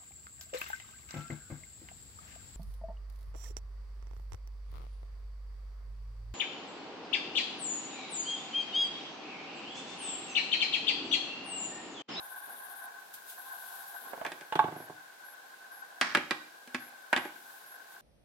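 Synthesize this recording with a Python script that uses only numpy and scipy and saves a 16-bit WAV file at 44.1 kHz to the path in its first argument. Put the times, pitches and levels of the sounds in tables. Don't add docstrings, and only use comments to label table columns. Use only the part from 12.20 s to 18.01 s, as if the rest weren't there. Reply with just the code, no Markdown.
import sys
import numpy as np
from scipy import signal
from scipy.fft import rfft, irfft, next_fast_len
from scipy.io import wavfile
from scipy.ndimage import uniform_filter1d

SR = 44100
rng = np.random.default_rng(int(sys.argv[2]) if len(sys.argv) > 2 else 0)


def pcm_store(signal):
    levels = np.round(np.clip(np.atleast_2d(signal), -1, 1) * 32767)
    wavfile.write(sys.argv[1], SR, levels.astype(np.int16).T)


N = 256220
TIME = np.arange(N) / SR
AGE = TIME[:SR // 4]

# (start [s], end [s], rasp [dB], rattle [dB])
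FOCUS_RUNS = [(-.051, .663, -55, -53.5), (1.178, 1.627, -54.5, -59), (1.667, 1.918, -54.5, -59)]
FOCUS_TRIMS = [2.566, 3.044, 3.518, 4.598, 4.984, 5.465]
TRIM_S = .1
# (frequency [Hz], likeness [0-1])
STEREO_LIKENESS = [(60, .99), (250, .96), (600, .7), (1400, .3), (3500, .1), (16000, 0)]


def wire_stand(crack_db=-8):
    # (time [s], clack [dB], thud [dB], contact hardness [Hz], boom [dB])
    hits = [(2.0493, -28.5, -52, 2500, -69), (2.064, -28.5, -39, 3800, -75),
            (2.1185, -32.5, -42, 4430, -72), (2.21, -39, -42.5, 5000, -79), (3.812, -13, -37, 6900, -35.5),
            (3.9495, -10, -25, 3660, -45), (3.9711, -20.5, -25, 3930, -37), (4.1088, -17, -26.5, 5370, -42),
            (4.475, -43, -56, 5500, -52.5), (4.5456, -22, -33, 5100, -35), (4.9287, -8.5, -31, 1980, -44),
            (4.9631, -19, -36.5, 5150, -37.5), (4.975, -20, -30.5, 2500, -46),
            (5.052, -29.5, -33, 1600, -49)]
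    # (frequency [Hz], level [dB], t60 [s])
    wire_modes = [(596, -17, 0.035), (774, -15.5, 0.042), (1074, -22, 0.047), (1296, -11, 0.019),
                  (1585, -10, 0.048), (1662, -7, 0.044), (1917, -11.5, 0.049), (2132, -16.5, 0.046),
                  (2393, -16, 0.047), (2542, -19, 0.045), (3137, -11.5, 0.017), (3550, -11, 0.017),
                  (4040, -14.5, 0.027), (4780, -11, 0.01)]
    table_modes = [(145.5, -15, 0.069), (178, -11, 0.047), (303.7, -4, 0.091), (368.6, -6, 0.072),
                   (444, -8.5, 0.039), (582, -8, 0.071), (819, -9.5, 0.15)]
    boom_modes = [(250.4, 0, 0.13)]
    # (frequency [Hz], level [dB])
    clack_colour = [(150, -54), (400, -12), (800, 4), (1600, 6), (2300, 6.5), (2800, 5), (3400, -4),
                    (5000, -2.5), (7000, -11), (16000, -67)]
    tick_colour = [(500, 13.5), (3000, -8), (6000, 6.5), (9000, 6), (12000, -3.5), (16000, -16)]
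    out = np.zeros((2, N))
    for s, clack_db, thud_db, hardness_hz, boom_db in hits:
        wire = ring(wire_modes, scatter_db=2, detune=.015)
        thud = from_db(thud_db) * ring(table_modes, scatter_db=1.2, detune=.02)
        boom = from_db(boom_db) * ring(boom_modes, scatter_db=0, detune=.02)
        burst = from_db(crack_db) * crack(clack_colour, t60=.071)
        clack = from_db(clack_db) * soften(wire + burst, hardness_hz)
        tick_db = -22 + .68 * clack_db + 4 * np.log2(hardness_hz / 4000)
        tick = from_db(tick_db) * crack(tick_colour, t60=.023)
        add(out, s, clack + thud + boom + tick)
    return place(low_cut(out, hz=135, order=3), left_db=-2)


def skid(start_s=3.822, end_s=3.95, fade_db_per_s=66, rough_db=3):
    # (frequency [Hz], level [dB])
    colour = [(60, -52), (120, -18), (250, -2), (500, -14), (1000, 0), (1700, 7), (2300, -1.5), (3000, -9),
              (5400, -6.5), (7000, -21), (10000, -29), (16000, -53)]
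    slips = wobble(samples=130)
    scrape = rms_one(hiss(colour) * from_db(rough_db * slips))
    level_db = -35 - fade_db_per_s * np.maximum(TIME - start_s, 0)
    return from_db(level_db) * gate(start_s, end_s) * scrape * pan(left_db=-2)


def phone(tap_trim_db=-7):
    # (time [s], tap [dB], board thud [dB], contact hardness [Hz], hollow ring [dB])
    hits = [(1.9334, -18, -62, 972, -54), (1.977, -27, -66, 1000, -65), (2.0132, -18, -61, 1140, -41),
            (2.051, -16.5, -69, 1250, -53), (2.3241, -20, -57, 3800, -28.5),
            (2.3545, -16, -26.5, 4570, -31), (2.3918, -15, -35.5, 3200, -13),
            (2.441, -24.5, -27, 2840, -52), (2.698, -30, -40.5, 1010, -43.5)]
    # (start [s], end [s], level [dB])
    shuffles = [(0.274, 0.306, -57.5), (1.818, 2.147, -57), (2.433, 2.636, -56.5)]
    # (frequency [Hz], level [dB], t60 [s])
    board_modes = [(112, -11.5, 0.063), (163, -7, 0.074), (247.5, -19, 0.19), (312, -5, 0.13),
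                   (400, -2, 0.055), (500, -14, 0.035), (620, -13, 0.036), (749, -5, 0.078)]
    hollow_modes = [(709, -13.5, 0.087), (868, 0, 0.077), (1130, -4.5, 0.04), (1518, -9, 0.036),
                    (1637, -6, 0.022), (2700, -26, 0.009), (3610, -19, 0.018)]
    # (frequency [Hz], level [dB])
    tap_colour = [(100, -83), (300, -14), (700, 1.5), (1100, -5), (2000, -9.5), (3400, -8), (4600, -23.5),
                  (9000, -14.5), (16000, -8.5)]
    shuffle_colour = [(60, -56), (150, -14), (270, 2), (450, 1.5), (750, 3), (1200, -3), (3000, -11.5),
                      (8000, -21.5)]
    shuffling = sum(from_db(db) * swell(start, end, attack_s=.03, release_s=.072)
                    for start, end, db in shuffles)
    out = shuffling * hiss(shuffle_colour)
    for s, tap_db, thud_db, hardness_hz, hollow_db in hits + rocking():
        tap = from_db(tap_db + tap_trim_db) * soften(crack(tap_colour, t60=.059), hardness_hz)
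        thud = from_db(thud_db) * ring(board_modes, scatter_db=1.2, detune=.01)
        hollow = from_db(hollow_db) * ring(hollow_modes, scatter_db=.5, detune=0)
        add(out, s, tap + thud + hollow)
    out[0] = np.roll(out[0], 4)
    return place(low_cut(out, hz=70, order=2), left_db=-4)


def rocking(start_s=2.482, period_s=.0395, loss_db=1.6, softening=.88):
    tap_db, thud_db, hardness_hz, hollow_db = -24.5, -35.5, 1400, -58
    return [(start_s + k * period_s, tap_db - k * loss_db, thud_db - k * loss_db,
             hardness_hz * softening ** k, hollow_db - k * loss_db) for k in range(4)]


def fingers():
    # (peak time [s], level [dB], rise [s], fall [s])
    brushes = [(0.941, -43, 0.003, 0.016), (1.1, -45.5, 0.017, 0.032), (1.56, -50, 0.56, 0.41),
               (5.37, -55.5, 0.35, 0.14), (5.73, -57, 0.045, .05)]
    # (frequency [Hz], level [dB])
    colour = [(1500, -17), (3600, -1.5), (6000, -5.5), (9000, -0.5), (12000, 3.5), (14000, 3), (16000, -2)]
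    envelope = sum(from_db(db) * np.exp(-np.abs(TIME - s) / np.where(TIME < s, rise, fall))
                   for s, db, rise, fall in brushes)
    return envelope * hiss(colour) * pan(left_db=2)


def focus_motor(step_hz=682.2, whine_gain_db=-1):
    # (frequency [Hz], width [Hz], level [dB])
    rasp_peaks = [(3610, 600, -11.5), (10140, 140, -5), (11460, 200, -17), (11590, 130, 1),
                  (11760, 280, -4), (12600, 160, -10), (12400, 77, -5)]
    rattle_peaks = [(9670, 850, 3), (10500, 470, -9), (11100, 630, -11), (12100, 650, 0), (14000, 500, -13),
                    (14800, 550, -1.5)]
    # (harmonic number, level [dB])
    harmonics = [(14, -73), (15, -65), (16, -71), (17, -61), (18, -68), (20, -77)]
    rasp = sum(from_db(db) * lens_moves(start, end) for start, end, db, _ in FOCUS_RUNS)
    rattle = sum(from_db(db) * lens_moves(start, end) for start, end, _, db in FOCUS_RUNS)
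    runs = rasp * resonant_noise(rasp_peaks) + rattle * resonant_noise(rattle_peaks)
    whine = sum(from_db(db + whine_gain_db) * np.sqrt(2) * np.sin(2 * np.pi * k * step_hz * TIME)
                for k, db in harmonics)
    trimming = sum(gate(s, s + TRIM_S) for s in FOCUS_TRIMS)
    return runs * pan(left_db=8) + trimming * whine * pan(left_db=4)


def lens_moves(start, end, moves_per_s=15, dip_db=-7.5):
    resting = (.5 + .5 * np.cos(2 * np.pi * moves_per_s * (TIME - start))) ** 4
    return gate(start, end) * from_db(dip_db * resting)


def camera_whir(trim_lift_db=3, flutter_db=1.73, pulse_hz=50):
    # (frequency [Hz], width [Hz], level [dB])
    low_peaks = [(702, 26.5, -1), (799.4, 49, 1.5), (904, 140, -12.5), (1054, 71, 1)]
    high_peaks = [(1520, 9.2, 0.5), (1525, 72, -5), (1569, 187, -8.5), (1634, 36, -11.5)]
    runs = [swell(start, end, attack_s=.017, release_s=.17) for start, end, *_ in FOCUS_RUNS]
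    effort = np.max(runs, axis=0)
    trimming = sum(swell(s, s + TRIM_S, attack_s=.026, release_s=.031) for s in FOCUS_TRIMS)
    flutter = wobble(samples=1200)
    pulse = 1 + .26 * np.sin(2 * np.pi * pulse_hz * TIME)
    low = from_db(-61 + 8.5 * effort) * resonant_noise(low_peaks) * pan(left_db=-2.5)
    high = from_db(-55 + 5 * effort) * resonant_noise(high_peaks) * pan(left_db=4)
    squeal = from_db(-72) * resonant_noise([(12970, 130, 0)])
    gain = from_db(trim_lift_db * trimming + flutter_db * flutter)
    return gain * (low + pulse * high) + pulse * squeal


def near_walls(x):
    # (delay [s], level [dB])
    echoes = [(.0046, -14.5), (.0081, -16), (0.0117, -26)]
    return x + sum(from_db(db) * np.roll(x, round(delay * SR), axis=1) for delay, db in echoes)


def room_reverb(x, build_s=.0043):
    # (frequency [Hz], t60 [s])
    decay_times = [(100, 0.45), (300, 0.62), (800, 0.35), (2000, 0.36), (5000, 0.7), (12000, 0.24)]
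    # (frequency [Hz], level [dB])
    colour = [(100, -5.5), (300, -13.5), (800, -6.5), (2000, -7), (5000, -9.5), (12000, -9.5)]
    age, tail = TIME[:SR // 2], 0
    onset = np.minimum(age / build_s, 1)
    edges_hz = np.geomspace(60, 16000, 9)
    for low, high in zip(edges_hz, edges_hz[1:]):
        centre = np.sqrt(low * high)
        decay = from_db(-60 * age / at_hz(decay_times, centre))
        band = noise(lambda hz: (hz >= low) & (hz < high), len(age)) * decay * onset
        unity_gain = np.sqrt(2 * (high - low) / SR / len(age))
        tail = tail + rms_one(band) * unity_gain * from_db(at_hz(colour, centre))
    return signal.fftconvolve(x, tail, axes=1)[:, :N]


def room_air(level_db=-57.5):
    # (frequency [Hz], level [dB])
    colour = [(25, -32), (80, -53), (130, -12), (220, -6.5), (450, 0), (700, 2.5), (1300, -2.5),
              (2200, -3.5), (3000, -5.5), (3700, -3.5), (5500, -8), (9000, -9.5), (12000, -10),
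              (16000, -16)]
    return from_db(level_db) * hiss(colour, diffuse=.089) * pan(left_db=.4)


def ring(modes, scatter_db, detune):
    hz, db, t60 = np.transpose(modes)
    hz = hz * (1 + detune * rng.standard_normal(len(hz)))
    signs = (-1) ** np.arange(len(hz))
    waves = np.sin(2 * np.pi * hz[:, None] * AGE) * from_db(-60 * AGE / t60[:, None])
    shared = rng.standard_normal(len(hz))
    per_side = rng.standard_normal((2, len(hz))) * (1 - at_hz(STEREO_LIKENESS, hz))
    return signs * from_db(db + scatter_db * (shared + per_side)) @ waves


def crack(colour, t60):
    return hiss(colour, len(AGE)) * from_db(-60 * AGE / t60)


def noise(gain_at, size=N, diffuse=1):
    padded = next_fast_len(size)
    hz = np.fft.rfftfreq(padded, 1 / SR)
    mid, side = rfft(rng.standard_normal((2, padded)))
    alike = np.clip(diffuse * at_hz(STEREO_LIKENESS, hz), -1, 1)
    both = np.sqrt(1 + alike) * mid + np.sqrt(1 - alike) * side * [[1], [-1]]
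    return rms_one(irfft(both * gain_at(hz), padded)[:, :size])


def hiss(colour, size=N, diffuse=1):
    return noise(lambda hz: from_db(at_hz(colour, hz)), size, diffuse)


def resonant_noise(peaks):
    def gain_at(hz):
        return sum(from_db(db) / (1 + 2 * ((hz - centre) / width) ** 2) for centre, width, db in peaks)
    return noise(gain_at, diffuse=0)


def wobble(samples):
    return rms_one(uniform_filter1d(rng.standard_normal(N), size=samples))


def swell(start, end, attack_s, release_s):
    rise = np.clip((TIME - start) / attack_s + .5, 0, 1)
    return rise * np.exp(-np.maximum(TIME - end, 0) / release_s)


def gate(start, end):
    return np.clip(np.minimum(TIME - start, end - TIME) / .01 + .5, 0, 1)


def soften(x, hz):
    return signal.sosfilt(signal.butter(2, min(hz, SR / 3), fs=SR, output="sos"), x)


def low_cut(x, hz, order):
    return signal.sosfilt(signal.butter(order, hz, "high", fs=SR, output="sos"), x)


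def place(x, left_db, bend_hz=420):
    backward = soften(x.mean(axis=0)[::-1], bend_hz)
    bass = soften(backward[::-1], bend_hz)
    return bass + (x - bass) * pan(left_db)


def pan(left_db):
    return from_db(np.array([[left_db], [-left_db]]) / 2)


def add(out, s, sound):
    start = max(round(s * SR), 0)
    out[:, start:start + sound.shape[1]] += sound[:, :N - start]


def at_hz(points, hz):
    known_hz, values = np.transpose(points)
    return np.interp(np.log(np.maximum(hz, 1)), np.log(known_hz), values)


def from_db(db):
    return 10 ** (np.asarray(db) / 20)


def rms_one(x):
    return x / np.sqrt(np.mean(x ** 2) + 1e-20)


def scene():
    handling = wire_stand() + skid() + phone()
    in_room = near_walls(handling) + room_reverb(handling)
    return in_room + fingers() + focus_motor() + camera_whir() + room_air()


def record(dry):
    cutoff_hz = 15900
    return signal.sosfilt(signal.ellip(12, .1, 80, cutoff_hz, fs=SR, output="sos"), dry)


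dry = scene()
out = record(dry)
pcm_store(out)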